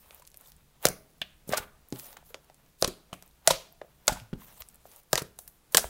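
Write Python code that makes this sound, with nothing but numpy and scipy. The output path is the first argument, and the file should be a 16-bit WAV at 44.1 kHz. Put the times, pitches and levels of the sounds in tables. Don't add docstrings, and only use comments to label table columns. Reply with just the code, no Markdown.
import sys
import numpy as np
from scipy import signal
from scipy.fft import rfft, irfft, next_fast_len
from scipy.io import wavfile
from scipy.ndimage import uniform_filter1d, map_coordinates

SR = 44100
rng = np.random.default_rng(int(sys.argv[2]) if len(sys.argv) > 2 else 0)


def gain_from_db(level_db):
    decades = np.asarray(level_db, float) / 20
    return 10 ** decades


def pcm_store(signal):
    levels = np.round(np.clip(np.atleast_2d(signal), -1, 1) * 32767)
    wavfile.write(sys.argv[1], SR, levels.astype(np.int16).T)


N = 259749


def along(points, hz):
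    f, v = np.transpose(points)
    return np.interp(np.log(hz + 1), np.log(f + 1), v)


def unit(x):
    return x / np.sqrt(np.mean(x ** 2) + 1e-20)


def shaped(x, spectrum_db):
    m = next_fast_len(N + 8192)
    gain = gain_from_db(along(spectrum_db, np.fft.rfftfreq(m, 1 / SR)))
    return irfft(rfft(x, m) * gain, m)[..., :N]


def coloured(x, spectrum_db):
    return unit(shaped(x, spectrum_db))


def wobble(rate_hz):
    knots = rng.standard_normal(int(N * rate_hz / SR) + 4)
    return map_coordinates(knots, [np.arange(N) * rate_hz / SR])


def patchy(x, depth_db):
    z = signal.stft(x, nperseg=256)[2]
    field = uniform_filter1d(rng.standard_normal(z.shape), size=9, axis=0)
    field = uniform_filter1d(field, size=12, axis=1)
    return signal.istft(z * gain_from_db(depth_db * unit(field)), nperseg=256)[1][:N]


def placed(start_s, rows):
    where = np.round(start_s * SR).astype(int) + np.arange(rows.shape[1])
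    return np.bincount(where.ravel(), rows.ravel(), N + SR)[:N]


def rings(start_s, level_db, pitch_hz, fall_ms, cycles, glide, rough):
    t = np.arange(4096) / SR
    swell_s = cycles / pitch_hz
    rise = np.sin(np.pi / 2 * t / swell_s) ** 2
    decay = gain_from_db(-10 * np.abs(1e3 * (t - swell_s) / np.maximum(fall_ms, .5)) ** 0.89)
    shape = np.where(t < swell_s, rise, decay)
    stumble = rough * np.cumsum(rng.standard_normal(shape.shape), axis=1) * np.sqrt(pitch_hz / SR)
    phase = 2 * np.pi * pitch_hz * (t + glide * swell_s * np.exp(-t / swell_s)) + stumble
    return placed(start_s, gain_from_db(level_db) * shape * np.sin(phase))


def spurts(start_s, level_db, centre_hz, width_hz, rise_ms, fall_ms):
    ms = np.arange(2048) * 1000 / SR
    shape = np.where(ms < rise_ms, gain_from_db(13.0 * (ms / rise_ms - 1.0)), gain_from_db(-10 * (ms - rise_ms) / fall_ms))
    hz = np.fft.rfftfreq(2048, 1 / SR)
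    damping = 1j * hz * width_hz
    pocket = (damping / (centre_hz ** 2 - hz ** 2 + damping)) ** 2 / (1 + 1j * hz / 13000)
    direct = irfft(rfft(rng.standard_normal(shape.shape) * shape) * pocket)
    around = irfft(pocket)
    size = gain_from_db(level_db) * np.linalg.norm(shape, axis=1, keepdims=True)
    return [placed(start_s, size * v / np.linalg.norm(v, axis=1, keepdims=True)) for v in (direct, around)]


def torn(films):
    start_s, level_db, centre_hz, fall_ms, octaves = np.transpose(films)[..., None]
    fall_ms = np.maximum(fall_ms - .15, .22)
    width_hz = 2.77 * np.maximum(octaves, .08) * centre_hz
    return spurts(start_s, level_db - .6, centre_hz, width_hz, 0.039 + 0.49 * fall_ms, fall_ms)


def answer(x, decays, gap_s):
    out, block = np.zeros(N + 2 * SR), SR // 3
    for start in range(0, N, block):
        sparse = rng.standard_normal(SR // 2) * gain_from_db(2.2 * rng.exponential(size=SR // 2))
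        hz, t, z = signal.stft(sparse, SR, nperseg=128)
        tail = signal.istft(z * gain_from_db(-60 * t / along(decays, hz)[:, None]), SR, nperseg=128)[1]
        wet = signal.fftconvolve(x[start:start + block], tail / np.linalg.norm(tail))
        out[start + round(gap_s * SR):][:len(wet)] += wet
    return out[:N]


def air():
    # hz, density_db
    rumble_db = [(10, -7), (25, 4.5), (45, -6), (65, 2.5), (95, -15.5), (140, -2.5), (250, -19.5),
                 (400, -38)]
    # hz, density_db
    hiss_db = [(120, -29.5), (200, -4.5), (513, -9.5), (542, -11.5), (1580, -15.5), (10600, -21),
               (15600, -27.5), (16500, -37.5)]
    rumble = gain_from_db(-66 + 1.7 * wobble(9.2)) * coloured(rng.standard_normal(N), rumble_db)
    return rumble + gain_from_db(-69.5) * coloured(rng.standard_normal(N), hiss_db)


def far_echoes():
    # start_s, energy_db, centre_hz, width_over_centre
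    puffs = [(1.2167, -6.5, 2950, 0.46), (1.535, -1, 1380, 0.93), (1.5722, -28, 1800, 1.3),
             (3.129, -16.5, 2580, 0.81), (3.129, -17, 10000, 0.87), (2.8459, -3, 4200, 0.53),
             (2.8764, -11, 9000, 0.82), (3.4748, 8, 4600, 1.07), (3.5084, 4, 4000, 1.5),
             (4.08, 3.5, 3930, 6.5), (5.1305, -8, 4300, 0.99), (5.3887, -9, 13000, 0.77),
             (5.4765, -18, 12680, 0.56), (5.769, 8, 8800, 0.96)]
    # hz, t60_s
    walls = [(500, 0.59), (1500, 0.4), (3000, .4), (6000, .36), (12000, 0.31)]
    start_s, energy_db, centre_hz, spread = np.transpose(puffs)[..., None]
    puff = spurts(start_s, energy_db, centre_hz, spread * centre_hz, .05 + 0 * start_s, .05)[1]
    return answer(puff, walls, gap_s=0.0057)


def table(x):
    # pitch_hz, level_db, t60_s
    modes = [(182, -0.5, 0.29), (414, -8, 0.71), (526, -14.5, 0.3), (637, -15, 0.48), (1424, -12, 0.35),
             (2060, -12.5, 0.31)]
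    t = np.arange(SR // 2) / SR
    tones = 0
    for hz, db, t60_s in modes:
        tones = tones + gain_from_db(db - 60 * t / np.clip(t60_s, .1, .45)) * np.sin(2 * np.pi * hz * t)
    return gain_from_db(-30.5) * signal.fftconvolve(x, tones / np.linalg.norm(tones))[:N]


def thumps():
    # start_s, peak_db, pitch_hz, fall_ms per 10 dB
    pushes = [(0.8493, -25.5, 140, 6.5), (0.9, -33.5, 161, -1), (1.212, -41.5, 189, 4),
              (1.49, -31, 200, 4.5), (1.504, -39, 179, 11), (1.472, -42, 150, 2.5), (1.518, -32, 187.4, 2),
              (1.595, -41, 74.5, -2), (1.922, -25, 290, 3), (1.924, -37.5, 119, 11),
              (2.8199, -27.5, 170, 2.5), (2.8412, -32.5, 120, 2), (2.8738, -29.5, 182, 2.5),
              (3.126, -36, 171, 2.5), (3.471, -42, 148.8, 23), (3.502, -33, 151.7, 10),
              (4.092, -35, 200, 3.5), (4.1178, -27, 146.5, 1.5), (4.145, -51, 57, 51),
              (4.2134, -44.5, 114, 14.5), (4.3272, -26.5, 201, 4.5), (4.3322, -24.5, 184, 2.5),
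              (4.352, -38, 180, 11), (4.603, -51.5, 57, 19.5), (5.127, -31.5, 127.5, 9),
              (5.2153, -34, 127, 3.5), (5.743, -42, 163, 32.5), (5.7618, -43.5, 227, 28),
              (5.841, -40, 55, 17), (1.948, -51, 107, 12), (0.858, -43.5, 45, 25), (2.831, -45, 38.4, 30),
              (3.51, -45, 35.5, 33), (4.088, -38.5, 38, 23), (4.332, -46.5, 35.5, 29.5),
              (5.136, -46, 36, 27), (5.773, -46, 45, 23)]
    start_s, level_db, pitch_hz, fall_ms = np.transpose(pushes)[..., None]
    return rings(start_s + .002, level_db + 3.0, pitch_hz, fall_ms, cycles=.5, glide=-0.25, rough=0.45)


def stickiness():
    # let_go_s, fizz_db, squelch_db
    pulls = [
        (0.848, -39, -44),
        (1.487, -52.5, -54.5),
        (2.823, -40.5, -51),
        (3.468, -49.5, -54),
        (4.073, -53.5, -57.5),
        (4.612, -43, -55.5),
        (5.128, -47, -58),
        (5.739, -47, -53),
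    ]
    # start_s, hold_s, fizz_db, squelch_db
    strokes = [(-.01, 0.21, -61, -67), (0.406, 0.046, -63, -68), (0.447, 0.041, -56.5, -63.5),
               (1.523, 0.065, -49, -46), (1.613, 0.015, -56, -53), (1.955, .13, -49.5, -57),
               (1.994, 0.0036, -42.5, -60), (2.096, 0.043, -55.5, -62.5), (2.263, 0.04, -57, -69),
               (2.168, 0.051, -68, -65), (4.63, .12, -66, -71.5), (4.804, .05, -67.5, -77),
               (4.41, 0.035, -53, -61), (4.472, 0.11, -56.5, -65.5), (4.869, 0.13, -58.5, -69),
               (0.137, 0.024, -64, -70), (4.921, 0.022, -55.5, -65.5)]
    stretch_db_per_s, let_go_db_per_s = 678.5, 3503
    swell_db_per_s, fade_db_per_s = 437, 477
    rest_fizz_db, rest_squelch_db = -73, -75.5
    t = np.arange(N) / SR
    level_db = np.outer([rest_fizz_db, rest_squelch_db], np.ones(N))
    moves = [(s, 0, tops_db, stretch_db_per_s, let_go_db_per_s) for s, *tops_db in pulls]
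    moves += [(s, hold_s, tops_db, swell_db_per_s, fade_db_per_s) for s, hold_s, *tops_db in strokes]
    for s, hold_s, tops_db, rise, fall in moves:
        below_db = rise * np.maximum(s - t, 0) + fall * np.maximum(t - s - hold_s, 0)
        level_db = np.maximum(level_db, np.array(tops_db)[:, None] - below_db)
    return level_db


def peeling():
    # hz, density_db
    fizz_spectrum = [(1470, -38), (2500, -12), (7430, -8.5), (9200, -6.5), (15100, -0.5), (16100, -4.5),
                     (16500, -28)]
    # hz, density_db
    squelch_spectrum = [(200, -22), (500, 1.5), (900, 2.5), (2000, -6.5), (4000, -8.5), (6500, -35)]
    spits_per_s, spit_db = 400, -12
    fizz_db, squelch_db = stickiness()
    clumps_db = 0.85 * wobble(45) + 1.3 * wobble(300)
    snaps = rng.standard_normal((2, N)) * gain_from_db(1.3 * rng.exponential(size=(2, N)))
    fizz = unit(gain_from_db(clumps_db) * coloured(patchy(snaps[0], depth_db=3.0), fizz_spectrum))
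    wet = coloured(patchy(snaps[1], depth_db=1.2), squelch_spectrum)
    squelch = unit(gain_from_db(clumps_db + 3.5 * wobble(25)) * wet)
    spits = (rng.random(N) < spits_per_s / SR) * rng.standard_normal(N)
    fizz = fizz + gain_from_db(spit_db) * coloured(spits, fizz_spectrum)
    return gain_from_db(fizz_db - 1.5) * fizz + gain_from_db(squelch_db + 1.5) * squelch


def slaps():
    # start_s, rms_db, centre_hz, fall_ms per 10 dB
    hits = [
        (1.2166, -25.5, 3060, 1.5),
        (1.2163, -37, 2780, 8.5),
        (3.128, -42, 2660, 6),
        (3.817, -43, 3160, -0.3),
        (4.3351, -39.5, 3410, 0.5),
    ]
    return torn([(*row, .17) for row in hits])


def overtones():
    # start_s, peak_db, pitch_hz, fall_ms per 10 dB
    modes = [(0.8529, -14.5, 1380, 0.5), (0.8532, -13.5, 2180, 1), (.8536, -28, 3500, 4),
             (.8565, -28, 5500, 3), (0.8702, -28.5, 1437, 1), (0.8876, -36, 1604, 4),
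             (1.2167, -24, 3450, 7), (1.218, -29.5, 2750, 5), (.1085, -37, 2300, 0), (.1985, -50, 566, 3.5),
             (.4595, -49, 3600, 7), (4.0835, -24.5, 804, 0.5), (5.132, -25.5, 950, 4.5),
             (5.8425, -43, 1690, -2), (1.526, -24, 1431, -1), (1.5255, -32, 735, 13),
             (1.5345, -20.5, 1200, 8), (1.5346, -22.5, 1507, 7.5), (1.572, -26.5, 1446, 6),
             (1.581, -26.5, 525, 2.5), (1.581, -28.5, 853, 5), (1.584, -31, 1598, 1.5),
             (2.8261, -33, 5430, 11), (2.846, -23, 1016, 3.5), (2.844, -22, 4830, 5),
             (2.8772, -35, 3563, 2), (3.1285, -36.5, 1100, 3), (3.129, -37, 2950, 4), (3.475, -17, 1983, 6),
             (3.474, -21, 1450, 4.5), (3.475, -16.5, 4500, 2.5), (3.5057, -15.5, 970, 5),
             (3.507, -16, 3830, 4), (4.0795, -14.5, 1466, 3), (4.0797, -14, 3470, 2),
             (4.0798, -7.5, 6740, 0.6), (5.131, -18, 1236, 3), (5.131, -18, 1620, 3),
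             (5.1306, -18.5, 4470, -2.5), (5.156, -18, 1900, 1.5), (5.1558, -18.5, 4740, 1.5),
             (5.178, -28.5, 965, 4), (5.178, -18, 1460, 0), (5.178, -21, 3770, 1.5),
             (5.7477, -17, 1088, 4.5), (5.7477, -12.5, 1690, 2.5), (5.7469, -10, 3150, 1)]
    start_s, level_db, pitch_hz, fall_ms = np.transpose(modes)[..., None]
    fall_ms = np.minimum(fall_ms, 6000 / pitch_hz + .6)
    return rings(start_s - .0002, level_db, pitch_hz, fall_ms, cycles=.8, glide=0, rough=.2)


def holes():
    # start_s, ring_peak_db, pitch_hz, smack_rms_db
    snapped = [(.1067, -47, 607, -51), (.3427, -53, 617, -56), (.8522, -9, 536.7, -21.5),
               (.8837, -30, 603, -37), (1.4901, -28.5, 424, -59), (1.5029, -42, 472, -39),
               (1.5144, -27.5, 447, -39), (2.128, -50.5, 838, -50), (3.2335, -56, 1124, -63.5),
               (5.4765, -57, 900, -52.5), (2.2256, -49, 697, -62), (2.3429, -34.5, 501, -35),
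               (2.498, -42.5, 706, -54), (2.8237, -12, 552, -20), (2.8442, -20.5, 520, -23.5),
               (3.1286, -31.5, 674, -40.5), (3.2232, -51, 636, -54), (3.8143, -28.5, 567, -39),
               (4.1598, -36, 910, -62.5), (4.6083, -45.5, 560, -49), (4.6195, -42.5, 1197, -46),
               (4.8532, -40, 656, -53), (5.1303, -12, 560, -31), (5.2167, -30, 449, -37),
               (5.388, -42, 688, -49), (5.746, -16, 500, -20), (5.777, -16.5, 1520, -38),
               (5.7803, -18.5, 650, -27), (5.841, -24, 670, -33.5)]
    # start_s, ring_peak_db, pitch_hz, smack_rms_db
    opened = [(.22, -48.5, 975, -58.5), (1.2161, -42, 1176, -31), (1.2163, -38, 640, -56),
              (1.5324, -16.5, 592, -29.5), (1.9245, -50.5, 590, -81), (1.9235, -37.5, 810, -61),
              (2.167, -46.5, 743, -44.5), (3.1383, -46, 1110, -51.5), (3.4752, -9.5, 657, -24),
              (3.5009, -28, 780, -30), (3.5058, -14.5, 539, -28), (4.0797, -17, 598, -25),
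              (4.0932, -21.5, 845, -39), (4.169, -38, 897, -49), (4.3291, -35.5, 385, -46),
              (4.4179, -46.5, 1052, -54), (5.1544, -31.5, 759, -32), (5.77, -23, 780, -24.5)]
    # start_s, ring_peak_db, pitch_hz, smack_rms_db
    gulped = [(.8663, -30.5, 617, -36), (.8988, -44, 440, -46.5), (1.472, -53, 537, -76),
              (1.5435, -29.5, 1174, -44), (1.5779, -34, 1440, -39), (1.935, -39, 384, -67),
              (2.03, -54, 576, -75), (2.06, -60, 690, -75), (2.3026, -50.5, 466, -60.5),
              (2.8756, -29.5, 367, -41.5), (3.5335, -44, 626, -39), (4.1188, -35.5, 725, -46),
              (5.1768, -30, 493, -33)]
    kinds = ((snapped, 1.7), (opened, 4.8), (gulped, 12))
    events = [(*row, fall_ms) for rows, fall_ms in kinds for row in rows]
    start_s, ring_db, pitch_hz, smack_db, fall_ms = np.transpose(events)[..., None]
    smack_fall_ms = 0.37 + 1.0 * np.abs(fall_ms)
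    smack = spurts(start_s + .0004, smack_db + 0.5, 650 + 1.1 * pitch_hz, 1600, 0.3, smack_fall_ms)
    ring = rings(start_s + 0.00084, ring_db + 1.0, pitch_hz, .8 * fall_ms, cycles=1.27, glide=-0.051, rough=0.17)
    return smack, signal.lfilter(*signal.butter(2, 260, "high", fs=SR), ring)


def cracks():
    # start_s, rms_db, centre_hz, fall_ms per 10 dB
    tears = [(.8523, -43, 6150, 6), (.8537, -5, 8600, 0.8), (.8672, -18, 6200, 2), (1.2162, -29, 9000, 0.1),
             (1.524, -25, 4500, 1), (1.528, -25.5, 3970, 1), (1.5338, -32, 2770, 8.5),
             (1.5449, -25.5, 3880, 0.5), (1.568, -29, 9100, 12), (1.5716, -28, 8000, 1),
             (1.5732, -22, 9000, 1), (1.5755, -16, 7600, 0), (1.5776, -26, 4960, 3), (1.9244, -31, 4770, 1),
             (2.1688, -43, 5240, 2.5), (2.4988, -48.5, 3110, 0.5), (2.8761, -29, 7270, 4),
             (3.13, -36, 4600, 1.5), (3.4746, -1, 6000, 0.3), (3.5032, -23, 6000, 2.5),
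             (3.5062, -20, 4240, 7.5), (4.0804, -15, 5000, 3), (4.0893, -38, 5200, -1.5),
             (4.123, -36.5, 5450, 9), (5.1306, -11.5, 8500, 1.3), (5.1745, -23.5, 4980, 7),
             (5.1772, -30, 5950, 1), (5.1788, -20, 5900, -0.2), (5.189, -35, 5430, 9.5),
             (5.219, -34.5, 10400, 4), (5.3874, -50, 9000, -2), (5.3883, -31.5, 13630, 2),
             (3.136, -43, 10000, 3), (5.7471, -13.5, 7100, 3), (5.7484, -29, 12050, -1),
             (5.7705, -2.5, 7600, 1.5), (5.7781, -14.5, 5450, 2.5)]
    # start_s, rms_db, centre_hz, fall_ms per 10 dB
    pockets = [(.1082, -39.5, 4570, 0.2), (.4605, -51, 6500, 1), (.48, -60, 5000, 5),
               (.2204, -52.5, 8940, 4), (.2513, -45, 6460, 0.7), (4.6995, -51, 4000, 0.5),
               (.5003, -51, 11000, 1), (1.1818, -58, 12630, 2), (.3968, -61, 12400, 6),
               (.8276, -30, 10800, 0), (.8868, -24, 9800, 1.5), (1.476, -44.5, 12950, 34),
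               (1.4912, -34, 7450, 2), (1.954, -57, 10900, 3.5), (2.0736, -60, 11000, -0.5),
               (2.3438, -31.5, 4570, 1), (2.4431, -60.5, 10800, 4.5), (2.8247, -9, 5930, 0.17),
               (2.8457, -16, 4500, 1.5), (3.2776, -44, 11200, -0.7), (3.3095, -61, 4960, 2.5),
               (1.104, -51, 13000, -1), (1.112, -55.5, 13030, -0.5), (1.136, -56.5, 11640, .5),
               (5.032, -57, 11300, 3), (5.379, -59, 11940, 3), (5.651, -59, 13600, -3.5),
               (3.4759, -2.5, 7550, 0.8), (4.6202, -33, 5370, 1), (4.7106, -59, 12550, 3.5),
               (4.7571, -41.5, 9560, 0.5), (4.8651, -51.5, 13400, 1.5), (4.9909, -50.5, 12200, -0.5),
               (5.1557, -15.5, 5300, 0.4), (5.3615, -56, 12750, 1), (5.4765, -36.5, 11800, 3),
               (5.7198, -43.5, 12200, 8.5), (5.7926, -30, 7800, 4)]
    # start_s, rms_db, centre_hz
    ticks = [(0.1466, -32, 13300), (.1973, -42, 11500), (0.2696, -39, 10900), (0.2749, -33, 9400),
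             (0.3023, -45, 11600), (.3167, -43, 10200), (0.3433, -36, 6710), (.3635, -45, 11100),
             (0.3722, -29.5, 12700), (.4109, -35, 12500), (.4612, -61, 10700), (0.4737, -40, 12600),
             (0.5195, -36.5, 7000), (0.565, -45, 10100), (1.8867, -37.5, 13100), (1.9037, -40, 12000),
             (1.9906, -27, 11400), (1.997, -26, 8000), (2.129, -37, 8600), (2.5445, -42.5, 7330),
             (3.2247, -32.5, 8830), (3.262, -41.5, 14500), (3.291, -50, 14000), (5.49, -50, 11000),
             (2.662, -52, 7500), (3.7252, -39, 13760), (4.0718, -25.5, 11740), (4.5753, -45.5, 11600),
             (4.6138, -42, 9900), (4.6874, -32, 10800), (4.745, -39, 11400), (4.916, -40, 9500),
             (4.962, -34, 12560)]
    kinds = ((tears, 0.92), (pockets, 0.41))
    films = [(*row, octaves) for rows, octaves in kinds for row in rows]
    tick_fall_ms, tick_octaves, wider_per_octave = 0.17, 0.29, 1
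    for s, db, hz in ticks:
        films.append((s, db, hz, tick_fall_ms, tick_octaves + wider_per_octave * np.log2(12000 / hz)))
    return torn(films)


def spikes():
    # start_s, peak_db, centre_hz, table_echo_ms
    bursts = [(.8535, 1, 6500, .3), (.86865, -11, 5500, .2), (.8866, -11, 9000, .145),
              (2.8246, -4, 5800, .18), (2.8456, -8, 5200, .22), (2.8764, -19, 8500, .3),
              (3.4745, 0, 5000, .4), (3.5086, -10, 3700, .28), (4.08005, 1, 5800, .47),
              (5.13055, -4, 5200, .22), (5.1557, -7, 4700, .42), (5.74685, 1, 7500, .5),
              (5.7705, -1, 7000, .42)]
    # start_s, peak_db, centre_hz, table_echo_ms
    sucks = [
        (1.2156, -25.5, 2400, 0.287),
        (1.96, -32, 3400, 0.65),
        (2.3433, -31.5, 3300, 0.33),
        (4.2, -32, 2700, 0.37),
        (2.32, -58, 3500, .3),
        (4.831, -61, 2500, .5),
        (4.845, -57, 14000, .07),
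        (4.972, -57, 10000, .1),
        (4.567, -52, 1700, .5),
    ]
    table_echo_db = -2.5
    start_s, peak_db, centre_hz, echo_ms = np.transpose(bursts + sucks)[..., None]
    sign = np.repeat([1, -1], [len(bursts), len(sucks)])[:, None]
    hz = np.fft.rfftfreq(512, 1 / SR)
    damping = 1j * hz * (.8 * centre_hz)
    opening = damping / (centre_hz ** 2 - hz ** 2 + damping) / (1 + 1j * hz / 14000)
    once = irfft(opening)
    size = sign * gain_from_db(peak_db) / once.max(axis=1, keepdims=True)
    echo = gain_from_db(table_echo_db) * np.exp(-2j * np.pi * hz * (echo_ms / 1000 % .005))
    twice = irfft(opening * (1 + echo))
    return placed(start_s, size * twice), placed(start_s, size * once)


def scene():
    # hz, t60_s
    near_decay = [(200, 0.33), (1000, 0.086), (5000, 0.05), (14000, 0.055)]
    # hz, t60_s
    room_decay = [(100, 1), (500, 0.21), (1300, 0.42), (4000, 0.28), (8000, 0.25), (15000, 0.4)]
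    crack, crack_around = cracks()
    smack, smack_around, ring = *holes()[0], None
    (smack, smack_around), ring = holes()
    thump = thumps()
    spike, spike_once = spikes()
    slap, slap_around = slaps()
    ring = ring + overtones()
    near = gain_from_db(-8) * (crack_around + slap_around) + gain_from_db(-16) * spike_once
    near = near + gain_from_db(-12.0) * smack_around + gain_from_db(-16.0) * ring + gain_from_db(-16.5) * thump
    far = gain_from_db(-16) * spike_once + gain_from_db(-16.5) * crack_around
    far = far + gain_from_db(-16.0) * smack_around + gain_from_db(-16.5) * ring + gain_from_db(-19) * thump
    late = answer(far, room_decay, gap_s=.006) + gain_from_db(-14.5) * far_echoes()
    room = answer(near, near_decay, gap_s=0.0013) + patchy(late, depth_db=1.1)
    slime = spike + slap + crack + smack + ring + thump + peeling()
    return (slime + room + table(ring + smack + thump) + air())[None]


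def band_limit(x):
    return signal.sosfilt(signal.butter(12, 16970, fs=SR, output="sos"), x)


def record(dry):
    # hz, gain_db
    phone_db = [(20, 0), (15800, 0), (15950, -26), (16900, -32), (17000, -140)]
    limited = dry / (1 + np.abs(dry / .88) ** 8) ** (1 / 8)
    return band_limit(1.001 * shaped(limited, phone_db))


dry = scene()
out = record(dry)
pcm_store(out)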